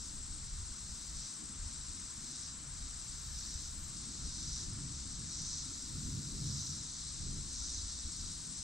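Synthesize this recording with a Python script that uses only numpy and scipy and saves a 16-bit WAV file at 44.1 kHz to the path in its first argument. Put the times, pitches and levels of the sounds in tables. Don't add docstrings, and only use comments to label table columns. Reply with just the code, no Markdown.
import sys
import numpy as np
from scipy import signal
from scipy.fft import rfft, irfft
from scipy.io import wavfile
from scipy.ndimage import uniform_filter1d

SR = 44100
rng = np.random.default_rng(int(sys.argv[2]) if len(sys.argv) > 2 else 0)


def transcribe(u):
    v = np.clip(np.atleast_2d(u).T, -1, 1)
    q = np.round(v * 32767).astype(np.int16)
    wavfile.write(sys.argv[1], SR, q)


N = 380573
T = np.arange(N) / SR
HZ = np.arange(N // 2 + 1) * SR / N

# (frequency [Hz], correlation [0-1])
PORT_LIKENESS = [(30, .9), (100, .96), (140, .94), (250, .85), (510, .6), (860, .54), (1300, .64),
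                 (2600, .53), (4000, .79), (5800, .88), (7000, .7)]
# (frequency [Hz], lead [rad])
PORT_LEAD = [(60, 0), (170, -.06), (860, -.46), (2500, -.7), (4000, -.4), (5700, -.24), (7000, -.3)]
# (frequency [Hz], left minus right [dB])
PORT_LEAN = [(60, 0.5), (250, -2), (520, -4.5), (1200, 1.5), (2600, 0), (4000, 1), (5700, 0), (6800, 2)]

# (frequency [Hz], relative level [dB])
TYMBAL_COLOUR = [(4300, -26.5), (5000, 1.5), (5500, 4), (5900, 1.5), (6300, 4.5), (6900, 2), (7500, 1),
                 (8500, -8), (9600, -20), (12000, -98)]
# (frequency [Hz], width [Hz], relative level [dB])
TYMBAL_MODES = [(5830, 800, 0), (5880, 55, 7), (6110, 130, 1), (5540, 90, -2), (6330, 80, -4),
                (6740, 80, -7), (7100, 150, -5), (4870, 200, -6), (5120, 70, -7), (4200, 70, -8),
                (4070, 60, -4)]
# (frequency [Hz], relative level [dB])
ABDOMEN_COLOUR = [(2800, -40), (3400, -11), (3900, 0.5), (4500, -0.5), (5000, -7), (5500, -35), (6200, -44),
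                  (8000, -92)]
# (time [s], level [dB])
CICADA_DRONE = [(0, -66), (.9, -54), (1.9, -51.5), (3.0, -52.5), (4.1, -50.5), (5.0, -50.5), (5.9, -50.5),
                (7.0, -47.5), (7.35, -50.5), (8.05, -49.5), (8.3, -48.5), (8.63, -62)]
# (end [s], length [s], level at the end [dB], climb up to the end [dB],
# depth of the lull after it, negative for a lift [dB], extra abdomen tone [dB], extra treble [dB])
CICADA_SWELLS = [(0.082, .3, -51.5, -2, 11, .1, -.5), (1.304, 0.097, -50, -3, 20, -2.5, -4),
                 (2.47, 0.22, -46.5, 5.5, 10, .5, -2.5), (3.657, 0.27, -48.5, -3, 8, -1.3, -3),
                 (4.603, 0.31, -43.5, 5.5, 5, 1, -1.5), (5.588, 0.24, -43, 2, -2, -0.7, -1.8),
                 (6.71, 0.23, -44.5, 0.5, 0, -1.5, -2), (7.782, 0.23, -44, 2.5, -2, 0, 0),
                 (8.7, 0.14, -47.5, 0.5, 1, 0, -1)]
# (wing pitch [Hz], fall in a stroke [Hz], stroke rate [1/s], middle of first stroke [s], stroke length [s])
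CRICKET_SONGS = [(7625, 30, 13.32, .0143, .020), (7600, 40, 13.89, .0194, .022),
                 (7500, 40, 15.7, .03, .062), (8290, 200, 58.6, .007, .010), (8355, 100, 59.37, .013, .012),
                 (8500, 100, 30.3, .01, .016), (8140, 60, 27.7, .01, .02), (7340, 50, 20.3, .02, .026)]
# (mean level [dB], left minus right [dB])
CRICKET_SEATS = [(-63, 9), (-66, -3), (-68, 7), (-59, 9), (-68, -2), (-68, 3), (-64, 7), (-69, 6)]
# (frequency [Hz], relative level [dB])
CROWD_COLOUR = [(6500, -30.5), (7000, -8), (7250, -9), (7330, 2.5), (7430, -1), (7500, 2.5), (7560, -3.5),
                (7620, -8.5), (7720, -1.5), (7800, 3.5), (7970, -1), (8120, 0.5), (8220, -3.5),
                (8310, -2.5), (8430, -2), (8490, -4), (8600, -10.5), (8850, -15), (9000, -23.5),
                (9250, -21), (9500, -24.5), (9750, -35), (10500, -72)]
# (frequency [Hz], relative level [dB])
FAR_CICADA_COLOUR = [(2600, -20.5), (3350, -14.5), (3800, -7), (4200, -5), (5000, -5), (5800, -1.5),
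                     (7000, -4.5), (8500, -40), (9700, -45), (12000, -90)]
# (time [s], level [dB])
FAR_CICADA_LEVEL = [(0, -53), (1.2, -53), (1.45, -53), (2.3, -58), (2.65, -55), (2.95, -54), (3.4, -54.5),
                    (4.5, -52.5), (6.5, -54), (8.63, -51.5)]
# (frequency [Hz], relative level [dB])
FAR_DRONE_COLOUR = [(250, -48), (400, -4.5), (480, -10), (730, -8), (1050, -1), (1350, 1), (1900, -4),
                    (2400, -6), (2900, -6.5), (3600, -5.5), (5000, -35), (8000, -70)]
# (time [s], level [dB])
FAR_DRONE_LEVEL = [(0, -63.5), (2.3, -61), (4.5, -62.5), (6.5, -63), (8.63, -63.5)]
# (time [s], deep rumble [dB], buffeting [dB], brighter flutter [dB])
STEADY_WIND = [(0, -49.5, -59, -61.5), (.7, -50, -56, -62.5), (1.35, -63, -64, -64.5),
               (1.6, -54.5, -57, -60.5), (2.0, -53.5, -60, -62.5), (2.3, -59, -57.5, -61),
               (2.6, -52.5, -56.5, -61.5), (3.2, -53.5, -58.5, -65), (3.9, -53.5, -57, -59.5),
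               (4.6, -51, -53.5, -59.5), (5.5, -50, -52, -59), (5.8, -53.5, -59.5, -56.5),
               (6.3, -55.5, -51.5, -54), (6.75, -52, -50.5, -58), (7.0, -55, -57.5, -66),
               (7.6, -47.5, -61.5, -61), (8.2, -51, -58, -61), (8.63, -58.5, -56.5, -60)]
# (middle [s], length [s], deep rumble [dB], buffeting [dB], flutter [dB])
WIND_GUSTS = [(0.175, 0.091, -51, -66, -59.5), (0.315, 0.034, -41.5, -64, -66),
              (0.6, 0.17, -45.5, -71, -75), (0.916, 0.054, -46, -62, -69), (1.16, 0.12, -47.5, -58, -74),
              (1.43, 0.056, -58, -66, -55), (1.637, 0.093, -43.5, -64, -72),
              (1.903, 0.043, -46.5, -60, -61), (2.83, 0.076, -44.5, -84, -62), (3.323, 0.15, -46, -63, -79),
              (3.559, 0.023, -44, -69, -76), (3.778, 0.28, -48, -63, -75), (4.258, 0.064, -44, -63, -56),
              (4.756, 0.23, -71, -54.5, -56.5), (5.038, 0.08, -48, -63, -78),
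              (4.463, 0.16, -48.5, -51.5, -73), (4.583, 0.088, -50, -64, -66),
              (5.404, 0.075, -53, -50, -59), (5.7, 0.053, -71, -64, -54), (5.976, 0.11, -51, -45.5, -71),
              (6.084, 0.06, -44, -49.5, -49.5), (6.161, 0.069, -64, -40, -53),
              (6.342, 0.06, -45.5, -62, -51.5), (6.467, 0.14, -49, -40.5, -51.5),
              (6.574, 0.077, -60, -41.5, -64), (7.308, 0.19, -43.5, -46, -53),
              (8.071, 0.044, -43, -59, -55.5), (8.235, 0.077, -46, -65, -75)]
# (frequency [Hz], relative level [dB])
RUMBLE_COLOUR = [(10, -8.5), (30, 3), (60, 3.5), (90, -2.5), (130, -28), (250, -72), (600, -130)]
# (frequency [Hz], relative level [dB])
BUFFET_COLOUR = [(40, -67), (80, -1.5), (105, -3.5), (140, 2), (180, -6.5), (240, -22), (500, -75),
                 (1000, -130)]
# (frequency [Hz], relative level [dB])
FLUTTER_COLOUR = [(80, -38), (170, -6.5), (210, 1.5), (300, -3.5), (370, -13.5), (480, -21.5), (700, -38),
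                  (1500, -120)]
# (rumble [s], buffeting [s], flutter [s])
EDDY_LENGTHS = (.05, .03, .02)
# (frequency [Hz], relative level [dB])
RASP_COLOUR = [(9500, -39), (10800, -3), (11400, 0), (12300, 2), (13200, -5), (14300, 2), (15200, -1),
               (16500, -29)]
# (start [s], end [s], level at the end [dB], climb through the spell [dB])
RASP_SPELLS = [(-.3, .15, -75, .1), (.95, 1.36, -79, -2), (2.1, 2.27, -76, 3), (3.2, 3.85, -71.5, 2.5),
               (4.25, 4.6, -81, 1.5), (5.9, 6.66, -71, 5), (7.5, 7.8, -86, -4), (8.15, 8.45, -78, 4)]
# (middle [s], length [s], level [dB], pitch [Hz], left minus right [dB])
SOFT_CHIRPS = [(.82, .1, -73, 10200, 0), (1.17, .1, -73, 10200, 0), (1.5, .09, -71, 10300, 0),
               (1.87, .08, -69, 10300, 0), (2.14, .1, -71, 10250, 0), (2.45, .09, -75, 10250, 0),
               (2.78, .1, -72, 10300, 0), (3.08, .09, -71, 10350, 1), (3.35, .07, -72, 10300, 0),
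               (3.8, .08, -71, 10200, 0), (4.11, .07, -70, 10350, 0), (4.5, .1, -69, 10300, 0),
               (7.51, .05, -66, 9150, 4), (7.71, .055, -61, 9150, 4), (7.93, .05, -65, 9250, 2),
               (8.12, .055, -65, 9250, 4), (8.342, .05, -63.5, 9300, 4), (8.56, .06, -64, 9200, 2)]
# (time [s], pitch [Hz], level [dB])
BIRD_CHIP = [(4.782, 8650, -75), (4.79, 8800, -66), (4.80, 8900, -52), (4.812, 8700, -72)]

BUCKLES_HZ = 125.6
SWELL_ATTACK_S, SWELL_RELEASE_S = 0.097, 0.064
SWELL_TAIL_S, SWELL_TAIL_DB = 0.13, -10
LULL_DELAY_S, LULL_S = 0.15, 0.11
TREBLE_HZ = 6200
BODY_DB, BODY_LAG = -8, 0.26
BODY_LATE_S = 0.01
CROWD_DB, CROWD_PAN_DB, CROWD_ALIKE = -52, 6.5, 0.2
GRASS_LAG_S = .000406
MOTTLE_DB, MOTTLE_WINDOW = 2.0, 768
WIND_WAVER_DB = 1.7
SPELL_RISE_DB_PER_S, SPELL_FALL_DB_PER_S = 25, 90
HISS_DB, TOP_HZ = -76, 15720


def undb(db):
    return 10 ** (np.asarray(db) / 20)


def unit(x):
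    return x / np.sqrt(np.mean(x ** 2))


def louder(*db):
    return 10 * np.log10(sum(undb(d) ** 2 for d in db))


def pan(db):
    return undb(np.array([[db / 2], [-db / 2]]))


def along(table):
    s, *columns = np.transpose(table)
    return [np.interp(T, s, c) for c in columns]


def across(table):
    hz, value = np.transpose(table)
    return np.interp(np.log(HZ + 1), np.log(hz), value)


def colour(x, spectrum):
    return unit(irfft(rfft(x) * undb(across(spectrum)), N))


def ring(x, modes):
    gain = 0
    for hz, width, db in modes:
        detune = (HZ / hz - hz / (HZ + 1)) * hz / width
        gain = gain + undb(db) / (1 + 1j * detune) ** 2
    return unit(irfft(rfft(x) * gain, N))


def walk(rate):
    k = int(SR / rate)
    held = np.repeat(rng.standard_normal(N // k + 1), k)
    return unit(uniform_filter1d(uniform_filter1d(held, k), k)[:N])


def ports(near, other):
    alike = across(PORT_LIKENESS)
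    mid = rfft(near) * np.sqrt(1 + alike)
    side = rfft(other) * np.sqrt(1 - alike)
    half = np.exp(.5j * across(PORT_LEAD)) * undb(across(PORT_LEAN) / 2)
    return irfft(np.array([(mid + side) * half, (mid - side) / half]), N) / np.sqrt(2)


def field(spectrum):
    return colour(ports(*rng.standard_normal((2, N))), spectrum)


def trees(x, wet, t60):
    k = np.arange(int(t60 * SR))
    tail = rng.standard_normal((2, len(k))) * np.exp(-np.log(1000) * k / len(k))
    tail /= np.sqrt(np.sum(tail ** 2, axis=1, keepdims=True))
    scattered = signal.fftconvolve(x[None], tail, axes=1)[:, :N]
    return np.sqrt(1 - wet) * x + np.sqrt(wet) * scattered


def buzz(rate, sharp, uneven):
    beat = 2 * np.pi * np.cumsum(rate * (1 + uneven * walk(30))) / SR
    return np.exp(sharp * np.cos(beat)) * rng.standard_normal((2, N))


def effort():
    drone_db, swells, colours = along(CICADA_DRONE)[0], [], 0
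    for end, length, peak_db, climb_db, lull_db, *extra_db in CICADA_SWELLS:
        start, snapped = end - length, end + SWELL_RELEASE_S
        shape = np.interp(T, [start - SWELL_ATTACK_S, start, end, snapped, snapped + SWELL_TAIL_S],
                          [0, undb(-climb_db), 1, undb(SWELL_TAIL_DB), 0])
        swells.append(peak_db + 20 * np.log10(shape + 1e-6))
        colours = colours + np.outer(extra_db, np.clip(shape, 0, 1))
        drone_db = drone_db - lull_db * np.exp(-((T - end - LULL_DELAY_S) / LULL_S) ** 2)
    return drone_db, louder(drone_db, *swells), *colours


def cicada():
    drone_db, level_db, extra_db, treble_db = effort()
    body_db = BODY_DB + level_db - BODY_LAG * (level_db - drone_db) + extra_db + .6 * walk(6)
    clicks = ports(*buzz(BUCKLES_HZ, .24, .05))
    loudest_db = np.max(CICADA_SWELLS, axis=0)[2]
    modes_db = -8.5 + 0.9 * (level_db - loudest_db)
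    membrane = 0.74 * colour(clicks, TYMBAL_COLOUR) + undb(modes_db) * ring(clicks, TYMBAL_MODES)
    treble = irfft(rfft(membrane) / (1 + (TREBLE_HZ / (HZ + 1)) ** 20), N)
    membrane = membrane + (undb(treble_db + .6 * walk(6)) - 1) * treble
    late_body_db = np.interp(T - BODY_LATE_S, T, body_db)
    return undb(level_db) * membrane + undb(late_body_db) * colour(clicks, ABDOMEN_COLOUR)


def strokes(hz, fall_hz, rate, first, length, uneven_db=2, stray_hz=15):
    count = np.floor((T - first) * rate + .5)
    since = T - first - count / rate
    u = since / length
    on = (np.abs(u) < .5) & (count >= 0)
    chance = rng.standard_normal((int(rate * N / SR) + 2, 3))
    size, stray, start = chance[count[on].astype(int)].T
    cycles = (hz + stray_hz * stray - fall_hz * u[on] / 2) * since[on] + start
    song = np.zeros(N)
    song[on] = undb(uneven_db * size) * np.cos(np.pi * u[on]) * np.sin(2 * np.pi * cycles)
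    return song


def crickets():
    singers = 0
    for song, (db, pan_db) in zip(CRICKET_SONGS, CRICKET_SEATS):
        voice = unit(strokes(*song)) * undb(db + 1.1 * walk(1.5))
        singers = singers + pan(pan_db) * trees(voice, .3, .15)
    noise = rng.standard_normal((3, N))
    crowd = np.sqrt(CROWD_ALIKE) * noise[0] + np.sqrt(1 - CROWD_ALIKE) * noise[1:]
    left, right = singers + pan(CROWD_PAN_DB) * undb(CROWD_DB) * colour(crowd, CROWD_COLOUR)
    return np.array([left, np.roll(right, int(GRASS_LAG_S * SR + .5))])


def distance():
    far_cicadas = undb(along(FAR_CICADA_LEVEL)[0]) * field(FAR_CICADA_COLOUR)
    far_drone = undb(along(FAR_DRONE_LEVEL)[0]) * field(FAR_DRONE_COLOUR)
    return far_cicadas + far_drone


def mottle(x):
    _, _, cells = signal.stft(x, nperseg=MOTTLE_WINDOW)
    cells = cells * undb(MOTTLE_DB * rng.standard_normal(cells.shape[1:]))
    return signal.istft(cells, nperseg=MOTTLE_WINDOW)[1][:, :N]


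def wind():
    out = 0
    eddies = RUMBLE_COLOUR, BUFFET_COLOUR, FLUTTER_COLOUR
    for k, (db, eddy) in enumerate(zip(along(STEADY_WIND), eddies)):
        steady = undb(db + WIND_WAVER_DB * walk(12)) * field(eddy)
        gust_power = sum(undb(levels[k]) ** 2 * np.exp(-(2 * (T - s) / length) ** 2)
                         for s, length, *levels in WIND_GUSTS)
        push = field(eddy)
        power = uniform_filter1d(np.mean(push ** 2, axis=0), int(EDDY_LENGTHS[k] * SR))
        out = out + steady + np.sqrt(gust_power) * push / np.sqrt(power + .1)
    return out


def katydid():
    spells = []
    for start, end, db, climb_db in RASP_SPELLS:
        still_to_climb = climb_db * np.clip((end - T) / (end - start), 0, 1)
        creep_in = SPELL_RISE_DB_PER_S * np.clip(start - T, 0, None)
        stop = SPELL_FALL_DB_PER_S * np.clip(T - end, 0, None)
        spells.append(db - still_to_climb - creep_in - stop)
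    level_db = np.max(spells, axis=0) + 1.4 * walk(9)
    return pan(4.2) * undb(level_db) * colour(buzz(87, 0.31, 0.0043), RASP_COLOUR)


def chirps(width_hz=520):
    out = np.zeros((2, N))
    t = np.arange(SR // 5) / SR
    span = int(SR / width_hz)
    for s, length, db, hz, pan_db in SOFT_CHIRPS:
        noise = rng.standard_normal((2, len(t)))
        scrape = .35 + unit(uniform_filter1d(uniform_filter1d(noise, span), span))
        swell = np.sin(np.pi * np.clip(t / length, 0, 1))
        chirp = pan(pan_db) * undb(db) * swell * scrape * np.sin(2 * np.pi * hz * t)
        k = int((s - length / 2) * SR)
        out[:, k:k + len(t)] += chirp[:, :N - k]
    return out


def bird():
    hz, db = along(BIRD_CHIP)
    sounding = (T > BIRD_CHIP[0][0]) * (T < BIRD_CHIP[-1][0])
    tone = np.sin(2 * np.pi * np.cumsum(hz) / SR) * undb(db) * sounding
    return pan(4) * trees(tone, 0.37, 0.27)


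def scene():
    chorus = mottle(cicada() + crickets() + distance())
    return chorus + wind() + katydid() + chirps() + bird()


def record(dry):
    hiss = undb(HISS_DB) * rng.standard_normal(dry.shape)
    low_pass = signal.ellip(14, .2, 70, TOP_HZ, fs=SR, output="sos")
    return signal.sosfilt(low_pass, dry + hiss)


dry = scene()
out = record(dry)
transcribe(out)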